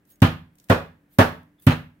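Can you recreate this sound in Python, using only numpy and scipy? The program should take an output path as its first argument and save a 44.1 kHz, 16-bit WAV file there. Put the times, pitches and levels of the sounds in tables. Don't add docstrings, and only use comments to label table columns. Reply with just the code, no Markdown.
import sys
import numpy as np
from scipy import signal
from scipy.fft import rfft, irfft
from scipy.io import wavfile
from scipy.ndimage import uniform_filter1d

SR = 44100
rng = np.random.default_rng(int(sys.argv[2]) if len(sys.argv) > 2 else 0)


def nominal_scale(level):
    x = np.asarray(level, float) / 20
    return 10 ** x


def store_wav(level_fs):
    pcm = np.round(np.clip(np.atleast_2d(level_fs), -1, 1) * 32767)
    wavfile.write(sys.argv[1], SR, pcm.T.astype(np.int16))


N = 88200
T = np.arange(N) / SR
F = np.maximum(np.arange(N // 2 + 1) * SR / N, 1)

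# start in seconds [s], thud level [dB], extra level of the counter modes
# near 150 Hz [dB], slap level [dB], bag crackle level [dB].
BLOWS = [
    (.218, 0, 1.5, -18, -42),
    (0.6966, -3.5, -5.5, -16, -47.5),
    (1.185, -0.5, -3.5, -11.5, -36.5),
    (1.666, -3, 4.5, -21, -41.5),
]
# centre [Hz], width [Hz], level [dB],
# time the meat gives way [s].
LANDING = [
    (3200, 1500, -4, .0036),
    (540, 120, 0, .0046),
    (570, 150, -6, .0033),
    (3000, 1500, -3, .0036),
]
# start in seconds [s], level [dB].
BOUNCES = [
    (.244, -31),
    (0.711, -28),
    (1.202, -24),
    (1.706, -27.5),
]
# frequency [Hz], level [dB], decay T60 [s], signed side of the nodal line.
COUNTER_MODES = [(55.6, -20.5, 0.37, 0.87), (82.7, -13.5, 0.37, -0.87), (100.2, 4.5, 0.1, 0.82),
                 (139.7, -2, .1, 1), (154.8, -6, 0.18, -0.9), (159.4, -25.5, .5, 1), (176.4, -9.5, 0.22, 1),
                 (215, -6, 0.072, 0.96), (243.5, -15.5, 0.35, 1), (247.5, -6.5, 0.3, 0.63),
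                 (298, 0, .07, -0.52), (320, -10, .25, 1), (382, -7, 0.12, -0.57)]
# frequency [Hz], level [dB], decay T60 [s].
BOARD_MODES = [(401.4, -13, 0.1), (507, -8, .12), (577, 11, 0.046), (654.3, -4, .08), (774.6, -6, .1),
               (836, -2, 0.035), (979, -2.5, 0.21), (1190, -7.5, 0.087), (1285, -7, 0.12),
               (1600, -7.5, 0.11), (1670, -2, 0.11), (1940, -17, .1), (2934, -15.5, .07), (4140, -16, 0.29)]
# frequency [Hz], level [dB].
SLAP_COLOUR = [(150, -11.5), (400, 6.5), (900, 6), (1700, 1.5), (2100, -4.5), (3300, -10.5), (5000, -20),
               (8000, -29)]
# frequency [Hz], level [dB].
FILM_COLOUR = [(2000, -0.5), (5000, 5), (8000, 5), (10000, 5.5), (13000, 9.5), (16000, 6)]
# centre [Hz], width [Hz], level [dB].
FOLDS = [(3624, 1300, -5.5), (9600, 660, -1.5), (12200, 830, -7.5), (12700, 1100, 4.5), (14800, 1600, 1)]
# centre in seconds [s], width [s], level [dB].
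RUSTLES = [
    (.075, 0.017, -75),
    (0.113, 0.022, -62),
    (.15, .02, -82.5),
    (0.598, 0.044, -75.5),
    (0.652, 0.029, -73.5),
    (1.139, 0.03, -66),
    (1.6, 0.005, -66.5),
    (1.635, 0.021, -61.5),
]
# start in seconds [s], level [dB], frequency [Hz].
POPS = [(.052, -67.5, 8700), (.101, -64, 10000), (0.157, -64, 9400), (.203, -60.5, 5170),
        (.554, -63, 11800), (.585, -58, 7000), (.599, -56, 6000), (.641, -57, 11000), (1.622, -56, 14000),
        (1.725, -47, 11000), (.6865, -49.5, 1810), (0.694, -48, 2500), (1.431, -67.5, 12000)]
# start in seconds [s], length [s], frequency [Hz], level [dB].
SQUEAKS = [
    (.113, .055, 6570, -72),
    (.099, .03, 9300, -71),
    (1.579, .032, 3480, -71),
    (1.705, .03, 6500, -53),
    (1.72, .03, 4130, -45),
    (1.625, .04, 9800, -72),
]
# frequency [Hz], decay T60 [s].
ROOM_T60 = [(60, 0.46), (250, 0.32), (1000, 0.31), (3000, 0.33), (8000, .28), (15000, 0.35)]
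# frequency [Hz], side level [dB].
WIDTH = [(60, -20.5), (125, -22), (250, -10.5), (500, -7), (1000, -1), (2500, 0.5), (12000, -0.5)]
# frequency [Hz], level [dB].
HUM_COLOUR = [(25, 11), (60, 0), (110, 0.5), (180, 4), (400, -6.5), (800, -15.5), (2200, -20),
              (6000, -45.5)]
# centre [Hz], width [Hz], level [dB].
DRONES = [(155, 4.7, -81.5), (200, 2.7, -77.5), (206, 3.3, -89.5), (292, 3.3, -72.5), (1620, 280, -85)]

PUSH_S, SQUEEZE, PLACE_DB = .0028, .45, 1.5
SLAP_RISE_S, SLAP_T60_S, KNOCK_T60_S, BOUNCE_T60_S = 0.0046, 0.19, 0.038, .12
CRACKLE_RISE_S, CRACKLE_T60_S = .0012, .2
SNAP_DB, SNAP_T60_S = 17, .011
POP_RISE_S, POP_T60_S = .0003, .022
ROUGH_SLAP_DB, ROUGH_BAG_DB, PATCHY_DB = 1.5, .8, 3.0
ROOM_DB, ROOM_BUILD_S, ROOM_LOW_HZ = -11.5, 0.0052, 167
HUM_DB, HISS_DB, PAN_DB = -66, -85.5, -1.5
MIC_LOW_HZ, TOP_HZ, CLIP = 60, 15800, 1.09


def curve(table):
    a = np.array(table, float)
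    return np.interp(np.log(F), np.log(a[:, 0]), a[:, 1])


def unit(x):
    return x / np.sqrt(np.mean(x ** 2))


def noise(colour):
    return unit(irfft(rfft(rng.standard_normal(N)) * nominal_scale(curve(colour)), N))


def band(x, hz, width):
    return irfft(rfft(x) / (1 + 1j * (F / width - hz * hz / (F * width))), N)


def ring(x, hz, t60):
    return signal.lfilter([1], [1, -np.exp(2j * np.pi * hz / SR - np.log(1000) / (t60 * SR))], x).real


def fade(t0, rise, t60):
    u = np.maximum(T - t0, 0)
    return (1 - np.exp(-(u / rise) ** 2)) * nominal_scale(-60 * u / t60)


def grains(spread_db):
    steps = np.repeat(rng.exponential(size=N // 40 + 1), 40)[:N]
    return unit(uniform_filter1d(nominal_scale(spread_db * steps), size=30))


def spread(mid, side):
    side = irfft(rfft(side) * nominal_scale(curve(WIDTH)), N)
    return np.array([mid + side, mid - side])


def hum():
    white = rng.standard_normal(N)
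    drone = sum(nominal_scale(db) * unit(band(white, hz, width)) for hz, width, db in DRONES)
    hiss = np.diff(rng.standard_normal((2, N + 1)))
    return nominal_scale(HUM_DB) * spread(noise(HUM_COLOUR), noise(HUM_COLOUR)) + drone + nominal_scale(HISS_DB) * hiss


def patches():
    return nominal_scale(PATCHY_DB * unit(uniform_filter1d(rng.standard_normal(N), size=900)))


def bag():
    film = noise(FILM_COLOUR) * grains(ROUGH_BAG_DB)
    crackle = 0
    for t0, _, _, _, db in BLOWS:
        snap = nominal_scale(SNAP_DB) * fade(t0, CRACKLE_RISE_S, SNAP_T60_S)
        crackle = crackle + nominal_scale(db) * (fade(t0, CRACKLE_RISE_S, CRACKLE_T60_S) + snap)
    white = rng.standard_normal(N)
    folds = sum(nominal_scale(db) * patches() * band(white, hz, width) for hz, width, db in FOLDS)
    folds = unit(folds + nominal_scale(-9) * film)
    swing = sum(nominal_scale(db) * np.exp(-((T - t0) / width) ** 2) for t0, width, db in RUSTLES)
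    pops = 0
    for t0, db, hz in POPS:
        pops = pops + nominal_scale(db) * unit(band(white, hz, hz * .9)) * fade(t0, POP_RISE_S, POP_T60_S)
    return film * crackle + folds * swing + pops


def squeaks():
    wobble = 1 + .8 * unit(uniform_filter1d(rng.standard_normal(N), size=200))
    out = 0
    for t0, length, hz, db in SQUEAKS:
        swell = np.sin(np.pi * np.clip((T - t0) / length, 0, 1) ** .6)
        out = out + nominal_scale(db) * wobble * np.sin(2 * np.pi * hz * T) * swell
    return out


def bump(t0, length):
    return np.sin(np.pi * np.clip((T - t0) / length, 0, 1)) ** 2 * 2 / (length * SR)


def thud():
    out = 0
    place = PLACE_DB * rng.standard_normal((len(BLOWS), len(COUNTER_MODES)))
    for (t0, db, boom_db, *_), place_db, (*_, sink) in zip(BLOWS, place, LANDING):
        push = bump(t0 + sink, PUSH_S) - SQUEEZE * bump(t0, sink + PUSH_S / 2)
        for k, (hz, mode_db, t60, side) in enumerate(COUNTER_MODES):
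            level = db + mode_db + place_db[k] + boom_db * (k in (3, 4))
            out = out + nominal_scale(level) * side * ring(push, hz, t60) / 2
    return out


def slap():
    wet = spread(noise(SLAP_COLOUR), noise(SLAP_COLOUR)) * grains(ROUGH_SLAP_DB)
    knock = spread(*rng.standard_normal((2, N)))
    out = 0
    for (t0, _, _, db, _), (land_hz, width, land_db, _) in zip(BLOWS, LANDING):
        drive = knock * fade(t0, SLAP_RISE_S, KNOCK_T60_S)
        board = sum(nominal_scale(mode_db) * ring(drive, hz, t60) for hz, mode_db, t60 in BOARD_MODES) / 30
        landed = wet + nominal_scale(land_db) * 2 * band(wet, land_hz, width)
        out = out + nominal_scale(db) * (landed * fade(t0, SLAP_RISE_S, SLAP_T60_S) + board)
    settling = sum(nominal_scale(db) * fade(t0, SLAP_RISE_S, BOUNCE_T60_S) for t0, db in BOUNCES)
    return out + wet * settling


def kitchen(x):
    x = signal.lfilter(*signal.butter(2, ROOM_LOW_HZ, "high", fs=SR), x)
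    tails, t60 = [], curve(ROOM_T60)
    for _ in range(2):
        spectrum, echo = rfft(rng.standard_normal(N)), 0
        for hz in 31 * 2 ** np.arange(0, 10.):
            octave = np.cos(np.pi / 2 * np.clip(np.log2(F / hz), -1, 1)) ** 2
            echo = echo + irfft(spectrum * octave, N) * fade(0, ROOM_BUILD_S, np.interp(hz, F, t60))
        tails.append(signal.fftconvolve(x, echo / np.sqrt(np.sum(echo ** 2)))[:N])
    return spread(*tails)


def scene():
    direct = thud() + slap() + spread(bag(), bag())
    near = direct + nominal_scale(ROOM_DB) * kitchen(direct[0]) + squeaks()
    pan = nominal_scale(np.array([[PAN_DB], [-PAN_DB]]) / 2)
    return near * pan + hum()


def roll_off(x):
    return signal.sosfilt(signal.butter(12, 16490, fs=SR, output="sos"), x)


def record(dry):
    x = signal.sosfilt(signal.butter(2, MIC_LOW_HZ, "high", fs=SR, output="sos"), dry)
    rounded = np.tanh(CLIP * x) / np.tanh(CLIP)
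    mix = signal.sosfilt(signal.ellip(8, .2, 60, TOP_HZ, fs=SR, output="sos"), rounded)
    return roll_off(mix)


dry = scene()
out = record(dry)
store_wav(out)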